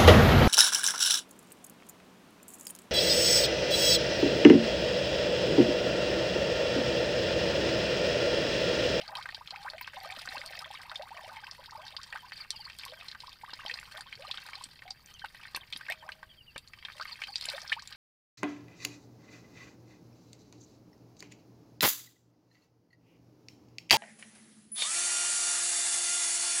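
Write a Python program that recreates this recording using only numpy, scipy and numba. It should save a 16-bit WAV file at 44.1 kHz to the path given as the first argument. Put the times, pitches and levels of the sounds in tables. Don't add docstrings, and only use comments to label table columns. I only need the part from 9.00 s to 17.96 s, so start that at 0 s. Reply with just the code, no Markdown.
import sys
import numpy as np
from scipy import signal
from scipy.fft import rfft, irfft
from scipy.io import wavfile
from scipy.ndimage import uniform_filter1d
from numba import njit

SR = 44100
rng = np.random.default_rng(int(sys.argv[2]) if len(sys.argv) > 2 else 0)


def field_ratio(decibels):
    return 10 ** (np.asarray(decibels, dtype=float) / 20)


def file_out(sig):
    cols = np.atleast_2d(sig).T
    lim = np.clip(cols, -1, 1)
    pcm = np.round(lim * 32767).astype(np.int16)
    wavfile.write(sys.argv[1], SR, pcm)


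N = 395121
TIME = np.arange(N) / SR


def add(out, start_s, sound):
    i = int(start_s * SR)
    out[i:i + len(sound)] += sound[:max(N - i, 0)]


def colour(x, points):
    hz, db = np.transpose(points)
    size = 8192
    grid_hz = np.maximum(np.fft.rfftfreq(size, 1 / SR), 1)
    cepstrum = irfft(np.interp(np.log(grid_hz), np.log(hz), db) * np.log(10) / 20)
    cepstrum[1:size // 2] *= 2
    cepstrum[size // 2 + 1:] = 0
    impulse = irfft(np.exp(rfft(cepstrum)))[:size // 2]
    return signal.fftconvolve(x, impulse)[:len(x)]


def walk(rate_hz):
    hold = int(SR / rate_hz)
    steps = np.repeat(rng.standard_normal(N // hold + 1), hold)
    return uniform_filter1d(steps, hold)[:N]


def level(x, db):
    return x * field_ratio(db) / np.sqrt(np.mean(x ** 2))


def echo(x, length, start_db, t60_s):
    tail = rng.standard_normal(length) * field_ratio(start_db - 60 * TIME[:length] / t60_s)
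    return signal.fftconvolve(x, tail)[:N]


@njit
def grains(start, hz, cycles, size, glide, count):
    out = np.zeros(count)
    for k in range(len(start)):
        n = cycles[k] * SR / hz[k]
        w = 2 * np.pi * hz[k] / SR
        decay = np.exp(-np.log(1000) / n)
        climb = glide[k] ** (1 / n)
        phase, a = 0., size[k]
        for i in range(start[k], min(start[k] + int(n), count)):
            out[i] += a * np.sin(phase)
            phase += w
            w = min(w * climb, 3.)
            a *= decay
    return out


def glide_tone(length_s, start_hz, end_hz, bend, wobble):
    u = np.arange(int(length_s * SR)) / (length_s * SR)
    phase, speed = rng.random(size=2)
    shake = 1 + wobble * np.sin(2 * np.pi * (phase + u * length_s * 70 * (.5 + speed)))
    hz = start_hz * (end_hz / start_hz) ** (u ** bend) * shake
    return u, np.sin(2 * np.pi * np.cumsum(hz) / SR)


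# frequency in Hz, density in dB per Hz.
AIR_SPECTRUM = [(30, -3.5), (60, 0.5), (165, -4.5), (285, -16), (1300, -21.5), (2990, -25), (3520, -42),
                (3900, -34), (4610, -22), (5730, -38), (14400, -27), (16000, -29)]


def air():
    firing = np.arange(.022 * SR, N, SR / 13.8).astype(int)
    steady = np.ones(len(firing))
    stroke_amp = field_ratio(-55 + rng.standard_normal(len(firing)))
    engine = grains(firing, 105 * steady, 3.9 * steady, stroke_amp, steady, N)
    return level(colour(rng.standard_normal(N), AIR_SPECTRUM), -64.5) + engine


# time in seconds, level in dB.
CRICKET_LEVEL = [
    (0, -78),
    (2.2, -71),
    (5.9, -67),
    (7.2, -78),
    (7.45, -68.5),
    (8.96, -68),
]


def cricket():
    throb_hz = 24 * (1 + 0.195 * walk(3.8))
    throb = 1 + 0.69 * np.sin(2 * np.pi * np.cumsum(throb_hz) / SR)
    wing_hz = 4650 * (1 + .011 * walk(150))
    wing = np.sin(2 * np.pi * np.cumsum(wing_hz) / SR)
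    level_db = np.interp(TIME, *np.transpose(CRICKET_LEVEL)) + 2.2 * walk(45)
    return field_ratio(level_db) * throb * wing


def phrase(first_s, last_s, gap_s, top_db, swell_db):
    count = int(round((last_s - first_s) / gap_s)) + 1
    return zip(np.linspace(first_s, last_s, count), top_db - swell_db * np.arange(count)[::-1])


# first note in seconds, last note in seconds, start pitch in Hz, level in dB.
SHORT_WHISTLES = [(.47, .585, 3330, -56), (.93, .93, 3440, -61), (1.33, 1.33, 3400, -61),
                  (1.74, 1.74, 3350, -59), (2.142, 2.232, 3120, -50), (2.343, 2.422, 3390, -55),
                  (2.815, 2.815, 3450, -52.5), (3.178, 3.178, 3400, -51), (3.11, 3.11, 3340, -55),
                  (3.883, 3.957, 3420, -53), (4.488, 4.583, 3080, -47.5), (5.06, 5.06, 3377, -53),
                  (5.38, 5.443, 3350, -63), (6.075, 6.075, 3230, -57.5), (6.6, 6.6, 3320, -52),
                  (6.991, 6.991, 3400, -51), (7.24, 7.24, 3270, -63), (7.291, 7.293, 3390, -51.5),
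                  (7.467, 7.547, 3046, -46.5), (7.732, 7.885, 3350, -60)]
DRAWN_WHISTLES = [
    (3.514, 3.582, 3290, -48.5),
    (6.135, 6.21, 3280, -48.5),
    (7.368, 7.369, 3330, -52.5),
]


def whistles(out):
    notes = [(*row, .045) for row in SHORT_WHISTLES] + [(*row, .062) for row in DRAWN_WHISTLES]
    for first_s, last_s, start_hz, top_db, length_s in notes:
        for s, db in phrase(first_s, last_s, .078, top_db, 0):
            u, tone = glide_tone(length_s, start_hz, start_hz - 10000 * length_s, 0.99, 0.0097)
            add(out, s, field_ratio(db - 5) * np.sin(np.pi * u) ** 0.28 * tone)


# first note in seconds, last note in seconds, level in dB.
TRILL_PHRASES = [
    (3.277, 3.4, -42),
    (3.557, 3.639, -42),
    (8.07, 8.111, -40),
    (8.277, 8.317, -43.5),
]


def trills(out):
    for first_s, last_s, top_db in TRILL_PHRASES:
        for s, db in phrase(first_s, last_s, .04, top_db, 2.5):
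            u, tone = glide_tone(.024, 5100, 4100, 1, .012)
            add(out, s, field_ratio(db - 1.5) * np.sin(np.pi * u) * tone)
            u, tone = glide_tone(.028, 5150, 4600, 1, .015)
            add(out, s + 0.0035, field_ratio(db - 13.5) * np.sin(np.pi * u) * tone)


def insect_whine(out):
    t = TIME[:9500]
    hz = 14750 - 2500 * t - 250 * np.cos(2 * np.pi * 11 * (t + .015))
    whine = np.sin(2 * np.pi * np.cumsum(hz) / SR)
    add(out, 5.965, field_ratio(-75) * whine * np.hanning(len(t)) ** .5)


def birds():
    out = np.zeros(N)
    whistles(out)
    trills(out)
    out *= field_ratio(3.5 * walk(160))
    insect_whine(out)
    return out + echo(out, 4000, -25.5, 0.059)


# start in seconds, peak in dB.
HAND_THUDS = [
    (1.174, -49),
    (1.289, -49.5),
    (1.373, -48),
    (5.662, -51.5),
    (6.755, -46),
    (7.561, -46),
]


def thuds():
    s, db = np.transpose(HAND_THUDS)
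    hz = 258 * (0.85 + 0.23 * rng.random(len(s)))
    return grains((s * SR).astype(int), hz, np.full(len(s), 8.6), field_ratio(db), np.ones(len(s)), N)


# start in seconds, peak in dB, wall mode in Hz.
WALL_BUMPS = [
    (4.533, -35.5, 970),
    (4.651, -35, 704),
    (6.243, -38.5, 864),
    (6.547, -29.5, 1150),
    (6.573, -31.5, 1060),
    (7.56, -35.5, 590),
]


def bumps():
    s, db, hz = np.repeat(np.transpose(WALL_BUMPS), 3, axis=1)
    hz = hz * np.tile([.4, 1, 1.5], len(WALL_BUMPS))
    db = db + np.tile([-28, -3, -5], len(WALL_BUMPS))
    return grains((s * SR).astype(int), hz, hz * 0.021, field_ratio(db), np.ones(len(s)), N)


def patter(rate_hz, low_hz, high_hz, cycles, spread_db, glide):
    chance = rng.random((int(rate_hz * N / SR), 4)).T
    start = (chance[0] * N).astype(int)
    size_db = np.minimum(-np.log(1 - chance[1]), 3.5) * spread_db
    size = field_ratio(size_db + 3.5 * walk(30)[start])
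    hz = low_hz * (high_hz / low_hz) ** chance[2]
    ring_cycles = cycles * (0.33 + 3.8 * chance[3])
    return level(grains(start, hz, ring_cycles, size, np.full(len(start), glide), N), 0)


def drops(s, db, hz, ring_s, scatter, count):
    depth = (3000 / hz[:, None]) ** .4
    t60_s = np.clip(ring_s * field_ratio(.3 * (db + 30)), .4 * ring_s, 1.2 * ring_s)[:, None] * depth
    chance = rng.random((len(s), count, 3))
    others = np.arange(count) > 0
    late_s = .3 * t60_s * chance[..., 0] ** 2 * others
    octaves = scatter * (chance[..., 1] - .5) * others
    pitch = np.minimum(hz[:, None] * 2 ** octaves, .4 * SR)
    size = field_ratio(db[:, None] - 30 * late_s / t60_s - 14.5 * chance[..., 2] * others)
    start = ((s[:, None] + late_s) * SR).astype(int)
    climb = np.repeat(1 + 0.21 * depth ** 2, count)
    return grains(start.ravel(), pitch.ravel(), (pitch * t60_s).ravel(), size.ravel(), climb, N)


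def droplets(rate_hz, low_hz, high_hz, ring_s, spread_db):
    chance = rng.random((int(rate_hz * N / SR), 3)).T
    s = chance[0] * N / SR * .999
    db = -30 + spread_db * np.minimum(-np.log(1 - chance[1]), 2.5)
    hz = low_hz * (high_hz / low_hz) ** chance[2]
    return level(drops(s, db, hz, ring_s, 1.18, count=5), 0)


def bursts(s, db, t60_s, hz=None):
    out, t = np.zeros(N), TIME[:3000]
    for k in range(len(s)):
        noise = rng.standard_normal(len(t))
        if hz is not None:
            peak = signal.iirpeak(hz[k], 1.1, fs=SR)
            noise = signal.lfilter(*peak, signal.lfilter(*peak, noise))
            noise = level(noise, 0) * np.minimum(t / 0.00041, 1)
        add(out, s[k], field_ratio(db[k] - 60 * t / t60_s) * noise)
    return out


# frequency in Hz, gain in dB.
MIC_RESPONSE = [(200, -33.5), (450, -6.5), (650, 3.5), (1500, 1), (3000, 3.5), (5000, 7.5), (6200, -6),
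                (9000, -2), (11000, -15), (15000, -68)]


def near_mic(x):
    return colour(x, MIC_RESPONSE)


# time in seconds, patter of drops in dB, small bubbles in dB.
FLOW_LEVELS = [(0.0, -55.5, -48), (0.8, -58, -61.5), (1.35, -51.5, -50.5), (2.05, -58, -51.5),
               (2.42, -58, -53), (4.4, -59, -69.5), (4.67, -53, -63), (4.99, -60, -79),
               (5.47, -53.5, -53.5), (5.99, -66.5, -83), (6.24, -61.5, -76), (6.96, -60.5, -56),
               (7.39, -73.5, -83), (7.68, -70.5, -70.5), (7.98, -58, -58), (8.56, -48, -75),
               (8.78, -62, -87), (8.96, -56.5, -80)]


def stream():
    s, drops_db, _ = np.transpose(FLOW_LEVELS)
    mist = field_ratio(-18) * patter(1500, 5070., 15100., cycles=28., spread_db=4., glide=0.88)
    mist = mist + field_ratio(-15) * droplets(90, 5800., 15100., 0.0039, spread_db=5.)
    fizz = field_ratio(-7) * patter(1100, 1500., 6500., cycles=16., spread_db=3., glide=1.25)
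    chance = rng.random((450, 2)).T
    click_db = -4.5 * np.log(1 - .9 * chance[1])
    clicks = level(bursts(chance[0] * N / SR, click_db, 0.03), -2.7)
    chirps = field_ratio(-5) * patter(130, 1005., 3800., cycles=17.2, spread_db=5., glide=1.59)
    plinks = field_ratio(-6) * droplets(95, 1388., 6300., .014, spread_db=6.)
    body = near_mic(fizz + field_ratio(-2) * clicks + chirps + plinks)
    edge = field_ratio(-19.5) * np.diff(clicks, prepend=0)
    return field_ratio(np.interp(TIME, s, drops_db) + 2.7 * walk(16)) * (mist + body + edge)


# start in seconds, peak in dB, ring in Hz.
LESSER_DROPS = [(0.1703, -36.5, 4650.0), (0.2256, -35.5, 3900), (0.3235, -39.5, 2360), (0.4745, -35.5, 3200),
                (0.6296, -41, 4130.0), (0.7344, -36, 1420), (0.872, -36, 4820), (1.1042, -37, 1720.0),
                (1.193, -35, 3760), (1.2316, -41, 2360), (1.2885, -34, 3960), (1.3235, -36, 1700),
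                (1.3807, -37, 4050), (1.4153, -33.5, 2110), (1.4758, -39.5, 4350), (1.5243, -35.5, 2570),
                (1.5328, -37, 1670), (1.5523, -36, 3000), (1.6048, -41, 2370.0), (1.8166, -40, 5000),
                (1.8328, -41.5, 1920), (1.8965, -39, 3700), (1.9493, -41, 1760), (2.022, -37, 3600),
                (2.1732, -37, 2220), (2.2459, -41, 2950), (2.6588, -43, 4170), (2.7087, -40, 5400),
                (2.8667, -39.5, 4430), (2.8803, -36, 3720), (3.0148, -41.5, 3900),
                (3.796, -39, 4300), (3.8429, -38, 2040), (3.851, -38, 4700), (4.01, -36.5, 2490),
               (4.1143, -33.5, 3440), (4.2707, -41, 3870), (4.293, -40.5, 4830), (4.3294, -42, 3550.0),
               (4.4125, -44, 2040), (4.4954, -37, 1580), (4.5051, -43, 3560), (4.6814, -36.5, 4440),
               (4.7116, -30.5, 2490), (4.775, -41, 4600), (4.788, -35, 2390.0), (4.829, -39, 1460),
               (5.0083, -38.5, 4420), (5.1534, -40, 4380), (5.223, -40, 2400), (5.3432, -39, 3200),
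               (5.381, -36.5, 1470), (5.7912, -40, 2520), (5.821, -37, 1820), (5.8787, -38.5, 2130),
               (6.1945, -40.5, 3950), (6.2575, -38.5, 2700), (6.434, -39, 2400), (6.453, -39.2, 1740.0),
               (6.7327, -29, 3140), (6.865, -38, 2210), (6.9004, -29.5, 1860), (6.91, -35, 3530.0),
               (7.0904, -31, 1510), (7.6753, -44, 4150), (7.826, -39, 1970), (7.851, -34.5, 1650),
               (7.885, -34, 1630), (7.92, -41.5, 3080), (8.111, -44.5, 2860), (7.9002, -37.5, 1650),
               (8.025, -35.5, 4840.0), (8.0542, -37, 2010), (8.1568, -40, 2500), (8.381, -33, 5330),
               (8.4227, -32, 4200), (8.44, -33, 4900), (8.5287, -46, 3190.0), (8.5491, -38, 1260),
               (8.5801, -34, 1760), (8.6048, -39, 5380.0), (8.6773, -34, 5370), (8.795, -38.5, 4200),
               (8.8744, -39.5, 3570)]


def small_drops():
    s, db, hz = np.transpose(LESSER_DROPS)
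    ring = field_ratio(-4) * drops(s, db, hz, 0.019, 0.96, count=4)
    crack = bursts(s, db - 7.5, 0.0097, hz)
    spray = bursts(s, db - 14, 0.041, hz)
    return near_mic(ring + crack + spray)


# start in seconds, peak in dB, ring in Hz.
POUR_DROPS = [(.013, -32, 2910), (.079, -34, 4600), (0.153, -30, 3020), (0.257, -30.5, 1490),
              (0.2896, -30, 1780), (0.346, -30.5, 3760), (0.5073, -30, 4130), (0.5599, -32, 2400),
              (0.7004, -34, 4420), (0.7814, -32, 2340), (0.811, -31, 2100), (0.8761, -29, 1570),
              (0.9339, -33.5, 1610), (1.1633, -33, 3040), (1.213, -34, 2430), (1.2748, -29, 1770),
              (1.461, -36.5, 4450), (1.591, -32.5, 4970), (1.916, -28.5, 1330), (1.9572, -26.5, 3510),
              (2.368, -34, 2140), (2.468, -34.5, 2600), (2.512, -34, 5200)]
DRIBBLE_DROPS = [(2.9659, -28.5, 3480), (3.032, -31, 5500), (3.1262, -28, 1700), (3.159, -30, 1470),
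                 (3.3203, -29.5, 2000), (3.5048, -26, 4280), (3.699, -30.5, 2400), (3.788, -35.5, 4040),
                 (3.8346, -33.5, 2380), (3.8806, -34, 2850), (3.935, -33.5, 1880), (4.084, -30.5, 4040),
                 (4.149, -32, 1500), (4.2035, -34, 3950), (4.5349, -32, 4020), (4.662, -30.5, 3060),
                 (4.697, -26.5, 1860), (4.74, -29, 4180), (5.127, -30.5, 2270), (5.3124, -24, 3400),
                 (5.3732, -32, 3140), (5.4874, -33.5, 1740), (5.533, -31.5, 2220), (5.554, -31.5, 4100),
                 (5.638, -36, 4200), (5.907, -29.5, 4680)]
DUNK_SLAPS = [(6.2462, -28, 1400), (6.5484, -26, 4270), (6.56, -25, 2540), (6.726, -27.5, 3230),
              (6.762, -30.5, 3660), (6.81, -34.5, 1500), (8.012, -34.5, 4420), (6.8842, -32, 1810),
              (6.9213, -23.5, 2310), (7.1195, -31, 2860), (7.2302, -35.5, 1560), (7.561, -29, 1644),
              (7.579, -33.5, 3600), (7.7346, -34.5, 2250), (7.7874, -39.5, 2920), (7.85, -28.5, 3200),
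              (7.9983, -29, 1340), (8.218, -24.5, 2290), (8.2368, -24, 2940), (8.3569, -20.5, 4670),
              (8.4107, -30, 3870), (8.453, -29, 2940), (8.4867, -24.5, 4010), (8.4996, -27.5, 3720),
              (8.6177, -32, 5620), (8.6962, -29, 3280), (8.7212, -24, 2380), (8.7274, -20.5, 3004),
              (8.822, -34, 5750), (8.925, -33, 3920)]
# start in seconds, peak in dB, centre in Hz.
BRIGHT_TICKS = [(0.5043, -42, 5760), (0.812, -27.5, 14800), (1.258, -34, 6100), (1.461, -29, 8600),
                (3.5052, -25, 7460), (3.7866, -31.5, 8200), (3.852, -32.5, 8570), (4.799, -34.5, 7440),
                (5.009, -32.5, 8770), (5.641, -28.5, 8000), (5.905, -35.5, 5900), (6.547, -41, 6600),
                (6.564, -24.5, 8740), (6.7247, -38, 8000), (6.774, -34, 8950), (6.9, -31, 8400),
                (6.923, -35, 8500), (7.091, -42, 8100), (7.58, -34, 8540), (6.06, -39.5, 8450),
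                (6.14, -38.5, 6100), (6.26, -42, 11000), (7.685, -47, 7000), (8.4115, -35.5, 8400),
                (8.456, -25.5, 7440), (8.5, -32.5, 8900), (8.8746, -32, 7100)]
FINE_SPRAY = [
    (0.153, -38.5, 9400),
    (1.0331, -39, 11400),
    (1.591, -36.5, 9500),
    (1.714, -43, 9200),
    (1.9565, -41, 9150),
    (2.1779, -47, 9700),
]


def splashes():
    s, db, hz = np.transpose(POUR_DROPS + DRIBBLE_DROPS + DUNK_SLAPS)
    ring = field_ratio(-6.5) * drops(s, db, hz, 0.019, 0.95, count=6)
    spray = bursts(s, db - 17, 0.051, hz)
    slap = bursts(s, db - 8.5, 0.0071, hz) + bursts(s, db - 12.5, 0.006)
    tick_s, tick_db, tick_hz = np.transpose(BRIGHT_TICKS + FINE_SPRAY)
    ticks = field_ratio(-4.5) * drops(tick_s, tick_db, tick_hz, 0.0096, 1.21, count=9)
    crack = np.diff(bursts(tick_s, tick_db - 28, 0.0048), prepend=0)
    return near_mic(ring + spray + slap) + ticks + crack


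def small_gulps(rate_hz):
    chance = rng.random((int(rate_hz * N / SR), 5)).T
    s = chance[0] * N / SR
    start_hz = 590 * 2.8 ** chance[1]
    flow_s, _, bubbles_db = np.transpose(FLOW_LEVELS)
    stopped = s > 7.2
    db = np.interp(s, flow_s, bubbles_db) + 3 - 9 * chance[2] - 40 * stopped
    length_s = (6 + 16 * chance[3]) / start_hz
    end_hz = start_hz * (1.2 + .9 * chance[4])
    return list(zip(s, length_s, start_hz, end_hz, db))


# start in seconds, length in seconds, start pitch in Hz, level in dB.
CALM_CAVITIES = [(.075, 0.03, 646, -53), (.593, 0.044, 785, -51.5), (.734, 0.045, 632, -43.5),
                 (.81, 0.012, 950, -44), (.967, 0.012, 976, -42), (1.09, 0.05, 732, -46.5),
                 (1.057, 0.021, 650, -35.5), (1.169, 0.019, 640, -47), (1.275, 0.051, 737, -49.5),
                 (.97, 0.016, 742, -38), (1.39, 0.038, 571, -51), (1.439, 0.045, 632, -48),
                 (1.58, 0.016, 664, -46.5), (1.657, 0.031, 628, -49.5), (1.704, 0.0093, 770, -40),
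                 (2.144, 0.045, 673, -48), (2.192, 0.006, 1000, -41), (2.367, 0.025, 850, -48),
                 (3.126, 0.019, 1755, -44), (3.535, 0.023, 857, -57.5), (3.593, 0.024, 850, -54),
                 (3.229, 0.027, 957, -51.5), (3.922, 0.015, 622, -46), (4.279, 0.0085, 1034, -44),
                 (3.989, 0.04, 672, -54), (5.061, 0.015, 1028, -50), (5.854, 0.058, 717, -48.5),
                 (6.241, 0.008, 880, -37.5), (6.899, 0.019, 663, -40), (8.118, 0.022, 910, -57)]
FILLING_CAVITIES = [(.109, 0.029, 607, -44.5), (.155, 0.033, 935, -43.5), (.41, 0.012, 920, -45),
                    (.941, 0.054, 575, -53.5), (1.354, 0.02, 934, -45), (1.918, 0.03, 596, -52),
                    (1.995, 0.041, 594, -40), (2.106, 0.027, 750, -44), (2.181, 0.047, 623, -49.5),
                    (2.236, 0.031, 650, -47.5), (2.277, 0.046, 618, -48), (2.721, 0.012, 895, -45),
                    (2.75, 0.022, 820, -43.5), (2.777, 0.083, 599, -52), (2.984, 0.025, 1010, -50),
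                    (3.885, 0.087, 474, -59), (4.235, 0.011, 870, -45.5), (4.479, 0.015, 1055, -48.5),
                    (4.651, 0.027, 643, -48), (4.944, 0.059, 607, -51), (5.193, 0.054, 535, -49.5),
                    (6.885, 0.026, 1644, -37.5), (8.008, 0.018, 1200, -38), (8.483, 0.011, 638, -41.5),
                    (8.536, 0.043, 555, -43), (3.157, 0.017, 1296, -45), (8.053, 0.011, 1110, -49),
                    (8.07, 0.013, 1010, -59), (8.089, 0.01, 925, -60), (8.692, 0.012, 1300, -53)]
CAVING_CAVITIES = [(.17, 0.044, 640, -48), (.523, 0.036, 660, -49), (.648, 0.02, 698, -39),
                   (.664, .022, 900, -41), (2.59, 0.021, 497, -53.5), (2.678, 0.021, 820, -52.5),
                   (3.143, 0.027, 626, -49.5), (3.664, 0.021, 1010, -50), (4.434, 0.016, 777, -44),
                   (5.277, 0.034, 535, -49.5), (5.483, 0.015, 722, -53), (7.063, 0.037, 718, -51.5),
                   (4.592, 0.018, 1160, -44.5), (8.627, 0.028, 573, -52.5), (8.718, 0.016, 1604, -31.5),
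                   (8.765, 0.033, 836, -47.5), (4.78, 0.0088, 920, -63)]
MURMUR_CAVITIES = [(.184, 0.014, 906, -44.5), (.255, 0.016, 735, -50), (.378, 0.0072, 680, -46.5),
                   (.572, 0.012, 780, -48), (.685, 0.037, 573, -58), (1.011, 0.024, 734, -48),
                   (1.036, 0.013, 743, -45), (1.215, 0.05, 675, -55), (1.33, 0.0085, 687, -44),
                   (1.367, 0.023, 573, -50.5), (1.495, 0.022, 740, -56), (1.52, .02, 610, -55),
                   (1.54, 0.033, 662, -52), (1.615, 0.023, 760, -53), (1.657, 0.0095, 965, -47),
                   (1.74, 0.0078, 1030, -51), (1.895, 0.014, 947, -48), (2.167, 0.011, 1060, -45),
                   (2.831, 0.019, 783, -50), (2.52, 0.017, 690, -56), (4.71, 0.026, 474, -56.5),
                   (4.755, 0.0092, 680, -53), (7.955, 0.078, 594, -57.5), (5.175, 0.013, 418, -54),
                   (5.61, 0.0084, 970, -44), (6.218, 0.01, 1560, -46), (7.025, 0.0067, 900, -47.5),
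                   (7.037, 0.0082, 1005, -46), (7.228, 0.0074, 1075, -47.5), (7.042, 0.018, 606, -50),
                   (8.287, 0.024, 770, -52), (8.465, 0.011, 1500, -46), (8.507, 0.0087, 1460, -46.5),
                   (8.646, 0.0075, 1630, -56), (8.929, 0.0054, 1580, -44)]
# start in seconds, length in seconds, start pitch in Hz, end pitch in Hz, level in dB.
FLOATING_HUM = (6.93, .37, 631, 634, -65)


def cavities():
    kinds = [(CALM_CAVITIES, 1.095), (FILLING_CAVITIES, 1.47),
             (CAVING_CAVITIES, 2.4), (MURMUR_CAVITIES, 1.13)]
    rows = [(s, length_s, hz, hz * rise, db) for table, rise in kinds for s, length_s, hz, db in table]
    return rows + [FLOATING_HUM]


def gulps():
    out = np.zeros(N)
    for s, length_s, start_hz, end_hz, db in small_gulps(rate_hz=40) + cavities():
        rise = end_hz / start_hz
        u, tone = glide_tone(1.35 * length_s, start_hz, start_hz * rise ** 1.5, 1.5, .045)
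        attack = np.minimum(u * length_s / .0005, 1)
        closing = np.minimum((1 - u) / .35, 1) ** 1.5
        swell_db = 2.5 - 7.7 * u + 5.9 * u * np.log2(rise)
        add(out, s, field_ratio(db + swell_db) * attack * closing * tone)
    out *= field_ratio(2.3 * walk(130))
    highpass = signal.butter(3, 420, "high", fs=SR, output="sos")
    return signal.sosfilt(highpass, out + 1e-18)


def scene():
    background = air() + cricket() + birds() + thuds()
    water = bumps() + stream() + small_drops() + splashes() + gulps()
    water = water + echo(water, 3000, -31, 0.068)
    return (background + water)[None]


def low_pass(x):
    return signal.sosfilt(signal.butter(12, 16500, fs=SR, output="sos"), x)


def record(dry):
    lowpass = signal.ellip(6, .2, 25, 15500, fs=SR, output="sos")
    mix = signal.sosfilt(lowpass, dry)
    return low_pass(mix)


dry = scene()
out = record(dry)
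file_out(out)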